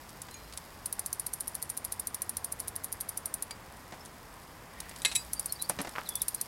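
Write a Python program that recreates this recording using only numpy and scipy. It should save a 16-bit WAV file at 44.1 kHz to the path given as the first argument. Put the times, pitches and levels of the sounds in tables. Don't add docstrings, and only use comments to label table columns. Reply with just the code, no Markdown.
import sys
import numpy as np
from scipy import signal
from scipy.fft import rfft, irfft, next_fast_len
from scipy.io import wavfile
from scipy.ndimage import uniform_filter1d

SR = 44100
rng = np.random.default_rng(int(sys.argv[2]) if len(sys.argv) > 2 else 0)


def to_wav(sig):
    pcm = np.clip(np.atleast_2d(sig), -1, 1) * 32767
    pcm = np.round(pcm).astype(np.int16)
    wavfile.write(sys.argv[1], SR, pcm.T)


N = 285327
AGE = np.arange(2 ** 14) / SR
CUTOFF_HZ = 15900

# (frequency [Hz], level [dB per Hz])
AIR_SPECTRUM = [(20, -10), (45, 0), (90, -0.5), (150, -3.5), (230, -5.5), (380, -9.5), (650, -8.5),
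                (1020, -6.5), (1400, -12), (1900, -12.5), (2700, -20.5), (4500, -25.5), (10800, -28),
                (16000, -34)]
# (time [s], level [dB])
AIR_SWELL = [(0.0, -53), (2.99, -50.5), (4.18, -52.5), (5.0, -52)]
RUMBLE_DB, MIDDLE_DB, HISS_DB = -56.5, -52.6, -59
RUMBLE_FOLLOWS, MIDDLE_FOLLOWS = 0.51, 0.89
HISS_FOLLOWS = 0.33
# (middle [s], width [s], frequency [Hz], level [dB])
HUM_SWELLS = [(.1, .4, 161, -65), (.48, 0.14, 56.5, -54), (1.98, 0.29, 55.9, -61), (2.7, 1.1, 88.1, -63),
              (5.2, 1.15, 162.3, -63.5), (5.3, .33, 56.4, -56)]

# (time [s], length [s], start frequency [Hz], end frequency [Hz], level [dB])
BIRD_NOTES = [(5.092, .019, 4250, 4230, -43), (5.179, 0.044, 4820, 4900, -44.5),
              (5.357, 0.049, 4700, 4680, -47.5), (5.483, .015, 4800, 5300, -49),
              (5.492, 0.022, 4340, 4420, -43.5), (5.518, 0.015, 5440, 5130, -44),
              (5.555, 0.013, 4450, 4900, -45.5), (5.591, 0.032, 3870, 4180, -42.5),
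              (5.636, 0.024, 4240, 4950, -43.5), (6.052, .031, 4450, 3330, -46.5),
              (6.1, .039, 3530, 3330, -48.5), (6.148, 0.025, 3540, 3480, -43.5),
              (6.203, .017, 4000, 3300, -46), (6.384, .022, 4260, 4200, -52)]
BIRD_SAG_HZ = 30

# (time [s], level [dB])
THUDS = [(.984, -43), (3.922, -39.5), (3.937, -43), (5.6967, -28), (5.788, -29.5), (5.803, -30),
         (5.847, -36), (5.872, -35.5)]
# (frequency [Hz], level [dB per Hz])
THUD_SPECTRUM = [(60, -21), (240, -1.5), (420, -7.5), (680, -0.5), (1150, -7.5), (1900, -9), (3200, -17),
                 (5500, -18.5), (9000, -24.5), (16000, -40)]
THUD_T60_S = 0.06
# (time [s], peak level [dB], frequency [Hz])
KNOCKS = [(5.777, -40, 89), (5.9546, -26.5, 1390), (5.9611, -23.5, 1700), (5.9835, -19, 1130),
          (6.016, -32.5, 1810)]
# (frequency [Hz], level [dB per Hz])
KNOCK_TAIL_SPECTRUM = [(150, -31), (500, -9), (1300, 3.5), (2000, -9.5), (4000, -16.5), (12000, -33)]

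# (time [s], level [dB])
RUSTLE = [(0, -58.5), (.85, -60), (3.3, -62), (3.7, -62), (4.45, -62), (4.7, -63.5), (5.0, -55),
          (5.85, -56), (6.47, -55)]
# (time [s], level [dB], brightness [dB per octave])
CLICKS = [(.092, -45.5, 2), (0.2183, -34.5, 5.5), (.286, -43.5, -9), (.311, -46, 6), (.342, -44, 1),
          (.525, -43.5, -4), (.536, -42.5, -3), (0.5745, -32, 2), (3.5085, -34.5, -2.5), (4.058, -42.5, 3),
          (4.8031, -32.5, 3.5), (4.8933, -40.5, 6), (4.9125, -43, -7.5), (4.9612, -41.5, -2)]
# (frequency [Hz], level [dB per Hz])
CLICK_SPECTRUM = [(800, -14), (2500, -9.5), (4300, -3), (6000, -6), (8500, -3), (10600, -0.5), (12500, -17),
                  (16000, -16.5)]
CLICK_T60_S = 0.025
SMALL_CLICKS_PER_S, SMALL_CLICK_DB, SMALL_CLICK_SPREAD_DB = 7, 11, 3.5
# (time [s], frequency [Hz], peak level [dB], T60 [s])
PINGS = [(.3427, 2390, -54, 0.3), (0.312, 4110, -54.5, 0.81), (.3427, 6660, -42, 0.1),
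         (3.51, 2260, -43, 0.069), (3.5101, 4740, -39, 0.1), (4.007, 5300, -47, 0.091)]

RUB_S, RUB_WIDTH_S, RUB_DB = 4.85, .13, -54.5
# (frequency [Hz], level [dB per Hz])
RUB_SPECTRUM = [(1300, -20), (1900, 3), (2500, -7), (4200, -14), (9000, -24)]

# (time [s], level [dB], brightness [dB per octave],
# change per roller [dB], clatter T60 [s], free ring relative to the blow [dB])
CHAIN_BLOWS = [(5.0185, -34.5, 4.5, -10, 0.027, -14), (5.0489, -16, -1.75, -1.5, 0.012, -6.5),
               (5.1148, -35, -1.5, -3, 0.063, -14), (5.151, -26, 6, 3.8, .02, 2.5)]
ROLLER_DELAYS = (0, .0036, .0102)
# (frequency [Hz], relative level [dB], T60 [s])
CHAINRING_MODES = [(1670, -12, 0.17), (1850, -9, 0.091), (2115, -5.5, 0.11), (2360, -5, 0.054),
                   (2550, -0.5, 0.13), (3150, -0.5, 0.018), (3780, 3, 0.044), (3940, 2, 0.13),
                   (4960, -16, 0.14), (5350, -23, 0.046), (5850, -7, .08), (6890, -18, .15),
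                   (7230, -7, 0.043), (7770, -0.5, 0.13), (8385, -9, 0.12), (9080, -9, 0.17),
                   (9600, -14, .1), (10220, -4.5, 0.08), (10600, -4, 0.078), (11030, -13, 0.047),
                   (12300, -17, .05), (13750, -24, .04), (14700, -25, .04)]
# (frequency [Hz], level [dB per Hz])
CLATTER_SPECTRUM = [(200, -31), (500, -13), (1200, -8.5), (2400, -1.5), (3800, 2.5), (5000, -1.5),
                    (6500, -2), (8000, 0.5), (10500, 0), (12800, -15), (16000, -27)]

# (time [s], level [dB], lead of the earlier pawl [s])
LATER_PAWLS = [(5.333, -25, .001), (5.3958, -24.5, .001), (5.459, -26.5, .0012), (5.5236, -25.5, .0007),
               (5.6228, -26, .0051), (5.6957, -23, .004), (5.8156, -32, .001), (6.0905, -26, .002),
               (6.155, -23.5, .001), (6.2186, -21, .001), (6.283, -22, .002), (6.347, -26, .003),
               (6.4131, -24.5, 0.0018)]
# (frequency [Hz], relative level [dB], T60 [s])
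HUB_MODES = [(4420, -19, 0.023), (6020, -8.5, 0.021), (7720, -14.5, 0.05), (8990, -6, 0.05),
             (9086, 7.5, 0.028), (9500, -16.5, 0.15), (9060, -18.5, 0.17), (10330, -6, 0.019),
             (10600, -24, 0.031), (10600, -18, 0.022), (11350, -13.5, 0.092), (12100, -20, 0.02),
             (14000, -19, .03)]
# (frequency [Hz], level [dB per Hz])
PAWL_SPECTRUM = [(1000, -33), (3200, -30), (4100, -15.5), (7100, -16), (8400, -10.5), (9200, -2),
                 (9900, -4), (10800, 1.5), (11900, -4.5), (12900, -11.5), (14000, -16), (15600, -16.5),
                 (17000, -35)]
COAST_START_S, COAST_TEETH, TEETH_PER_TURN = .855, 35, 16
TEETH_PER_S, SLOWING_PER_S = 14.707, 1.139
UNBALANCE_S, HEAVY_TOOTH = .00425, 11.3
WIDEST_TOOTH, LEAD_MIN_S, LEAD_MAX_S = 10.7, .0003, .006
COAST_DB, APART_LOSS_DB, LEAD_DB = -26, 2, -7


def from_db(db):
    return 10 ** (np.asarray(db) / 20)


def rms_one(x):
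    return x / np.sqrt(np.mean(x ** 2) + 1e-20)


def in_time(rows):
    s, *columns = np.transpose(rows)
    return [np.interp(np.arange(N) / SR, s, c) for c in columns]


def fade(t60):
    return np.exp(-np.log(1000) * AGE / max(t60, 1e-4))


def add(track, s, sound):
    at = int(np.clip(round(s * SR), 0, N - 1))
    track[at:at + len(sound)] += sound[:N - at]


def colour(x, spectrum, tilt_db=0):
    size = next_fast_len(len(x))
    octave = np.log2(np.maximum(np.fft.rfftfreq(size, 1 / SR), 1))
    hz, db = np.transpose(spectrum)
    lowest = np.log2(hz[0])
    shape_db = np.interp(octave, np.log2(hz), db)
    slope_db = tilt_db * np.maximum(octave, lowest)
    low_cut_db = 20 * np.minimum(octave - lowest, 0)
    gain = from_db(shape_db + slope_db + low_cut_db)
    return rms_one(irfft(rfft(x, size) * gain, size)[:len(x)])


def dense_ring(spectrum, envelope, tilt_db=0):
    x = colour(rng.standard_normal(len(AGE)), spectrum, tilt_db) * envelope
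    return rms_one(x) * np.sqrt(np.mean(envelope ** 2))


def modal_ring(modes, scatter_db, tilt_db=0, detune=0, damped=1):
    mode_hz, db, mode_t60 = np.transpose(modes)
    strength, shift, phase = rng.standard_normal((len(mode_hz), 3)).T
    gains = from_db(db + tilt_db * np.log2(mode_hz) + scatter_db * strength)
    detuned_hz = mode_hz * (1 + detune * shift)
    ring = np.zeros(len(AGE))
    for gain, t60, hz, turns in zip(gains, mode_t60, detuned_hz, phase):
        ring += gain * fade(t60) * np.sin(2 * np.pi * (hz * AGE + turns))
    return damped * ring / np.sqrt(np.sum(gains ** 2) / 2)


def air():
    swell_db, = in_time(AIR_SWELL)
    chain_db, = in_time(RUSTLE)
    swell_db = swell_db - swell_db.mean()
    chain_db = chain_db - chain_db.mean()
    noise = colour(rng.standard_normal(N), AIR_SPECTRUM)
    rumble = signal.sosfiltfilt(signal.butter(2, 250, fs=SR, output="sos"), noise)
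    hiss = signal.sosfiltfilt(signal.butter(3, 2800, "high", fs=SR, output="sos"), noise)
    middle = noise - rumble - hiss
    out = from_db(RUMBLE_DB + RUMBLE_FOLLOWS * swell_db) * rms_one(rumble)
    out += from_db(MIDDLE_DB + MIDDLE_FOLLOWS * swell_db) * rms_one(middle)
    out += from_db(HISS_DB + HISS_FOLLOWS * chain_db) * rms_one(hiss)
    return out


def hum():
    out, t = np.zeros(N), np.arange(N) / SR
    for s, width, hz, db in HUM_SWELLS:
        waver = 0.024 * rms_one(uniform_filter1d(rng.standard_normal(N), size=6000))
        tone = np.sqrt(2) * np.sin(2 * np.pi * np.cumsum(hz * (1 + waver)) / SR)
        out += from_db(db) * np.exp(-((t - s) / width) ** 2) * tone
    return out


def bird():
    out = np.zeros(N)
    for s, length, start_hz, end_hz, db in BIRD_NOTES:
        along = np.minimum(AGE / length, 1)
        hz = start_hz + (end_hz - start_hz) * along - BIRD_SAG_HZ * np.sin(np.pi * along)
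        quaver = 0.013 * rms_one(uniform_filter1d(rng.standard_normal(len(AGE)), size=120))
        whistle = np.sin(2 * np.pi * np.cumsum(hz * (1 + quaver)) / SR)
        swell = np.sqrt(4 * along * (1 - along))
        add(out, s, from_db(db) * swell * whistle)
    yard = rng.standard_normal(len(AGE)) * fade(0.13)
    reflections = signal.fftconvolve(out, yard / np.linalg.norm(yard))[:N]
    return out + from_db(-6.5) * reflections


def frame():
    out = np.zeros(N)
    room = from_db(-18) * fade(.35)
    for s, db in THUDS:
        envelope = (fade(THUD_T60_S) + room) * (1 - fade(0.0035))
        add(out, s, from_db(db) * dense_ring(THUD_SPECTRUM, envelope))
    for s, db, hz in KNOCKS:
        turn = 2 * np.pi * (hz * AGE - 1)
        pulse = -turn * np.exp((1 - turn ** 2) / 2)
        add(out, s - 1 / hz, from_db(db) * pulse)
        add(out, s, from_db(db - 16.0) * dense_ring(KNOCK_TAIL_SPECTRUM, fade(0.13)))
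    return out


def chain():
    rustle_db, = in_time(RUSTLE)
    contacts = rng.random(N) < 900 / SR
    strength = from_db(4.2 * np.minimum(rng.exponential(1, N), 4))
    touches = contacts * strength * rng.choice([-1, 1], N)
    grains = signal.fftconvolve(touches, dense_ring(CLICK_SPECTRUM, fade(0.0022)))[:N]
    out = from_db(rustle_db) * rms_one(grains)

    small_db = rustle_db + SMALL_CLICK_DB + SMALL_CLICK_SPREAD_DB * rng.standard_normal(N)
    falls = (rng.random(N) < SMALL_CLICKS_PER_S / SR) * from_db(small_db)
    small_click = dense_ring(CLICK_SPECTRUM, fade(CLICK_T60_S), tilt_db=2.5)
    out += signal.fftconvolve(falls, small_click)[:N]

    click_envelope = fade(CLICK_T60_S) + from_db(-11.5) * fade(0.06)
    for s, db, bright_db in CLICKS:
        add(out, s, from_db(db) * dense_ring(CLICK_SPECTRUM, click_envelope, bright_db))
    for s, hz, db, t60 in PINGS:
        add(out, s, from_db(db) * fade(t60) * np.sin(2 * np.pi * hz * AGE))
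    return out


def cage_rub():
    swell = np.exp(-((np.arange(N) / SR - RUB_S) / RUB_WIDTH_S) ** 2)
    return from_db(RUB_DB) * swell * colour(rng.standard_normal(N), RUB_SPECTRUM)


def gear_shift():
    out = np.zeros(N)
    room, attack = from_db(-20) * fade(.22), 1 - fade(.002)
    for s, db, bright_db, step_db, t60, free_db in CHAIN_BLOWS:
        for roller, delay in enumerate(ROLLER_DELAYS):
            grains = from_db(2 * rms_one(uniform_filter1d(rng.standard_normal(len(AGE)), size=40)))
            clatter = dense_ring(CLATTER_SPECTRUM, fade(t60) * grains + room, bright_db)
            choked = modal_ring(CHAINRING_MODES, scatter_db=2, tilt_db=bright_db, detune=.009,
                                damped=fade(1.6 * t60))
            blow = from_db(-2.4) * clatter + from_db(-2.0) * choked
            add(out, s + delay, from_db(db + roller * step_db) * blow * attack)
        free = modal_ring(CHAINRING_MODES, scatter_db=1.5, tilt_db=.5 * bright_db)
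        add(out, s + ROLLER_DELAYS[1], from_db(db + free_db) * free * attack)
    return out


def pawl_drops():
    tooth = np.arange(COAST_TEETH)
    speed = np.sqrt(TEETH_PER_S ** 2 - 2 * SLOWING_PER_S * tooth)
    unbalance = UNBALANCE_S * np.sin(2 * np.pi * (tooth - HEAVY_TOOTH) / TEETH_PER_TURN)
    s = COAST_START_S + (TEETH_PER_S - speed) / SLOWING_PER_S + unbalance
    apart = np.cos(np.pi * (tooth - WIDEST_TOOTH) / TEETH_PER_TURN) ** 2
    lead = LEAD_MIN_S + (LEAD_MAX_S - LEAD_MIN_S) * apart
    return [*zip(s, COAST_DB - APART_LOSS_DB * apart, lead), *LATER_PAWLS]


def freehub():
    out = np.zeros(N)
    for s, db, lead in pawl_drops():
        bounce_s = .0012 * from_db(3 * rng.standard_normal())
        bounce = np.interp(AGE - bounce_s, AGE, fade(0.0058), left=0)
        tail = from_db(-7) * fade(0.035) + from_db(-32.5) * fade(.2)
        snap = np.sqrt(fade(0.0073) ** 2 + (from_db(-4.5) * bounce) ** 2 + tail ** 2)
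        crack = dense_ring(PAWL_SPECTRUM, snap * (1 - fade(0.0005)), tilt_db=0.31 * rng.standard_normal())
        ring = modal_ring(HUB_MODES, scatter_db=3.5, detune=.003) * (1 - fade(.0015))
        add(out, s, from_db(db + 3.5) * crack + from_db(db - 2.5) * ring)
        add(out, s - lead, from_db(db + LEAD_DB) * dense_ring(PAWL_SPECTRUM, fade(0.016)))
    return out


def scene():
    background = air() + hum() + bird()
    bicycle = frame() + chain() + cage_rub() + gear_shift() + freehub()
    return (background + bicycle)[None, :]


def record(dry):
    return signal.sosfilt(signal.ellip(10, .2, 75, CUTOFF_HZ, fs=SR, output="sos"), dry)


dry = scene()
out = record(dry)
to_wav(out)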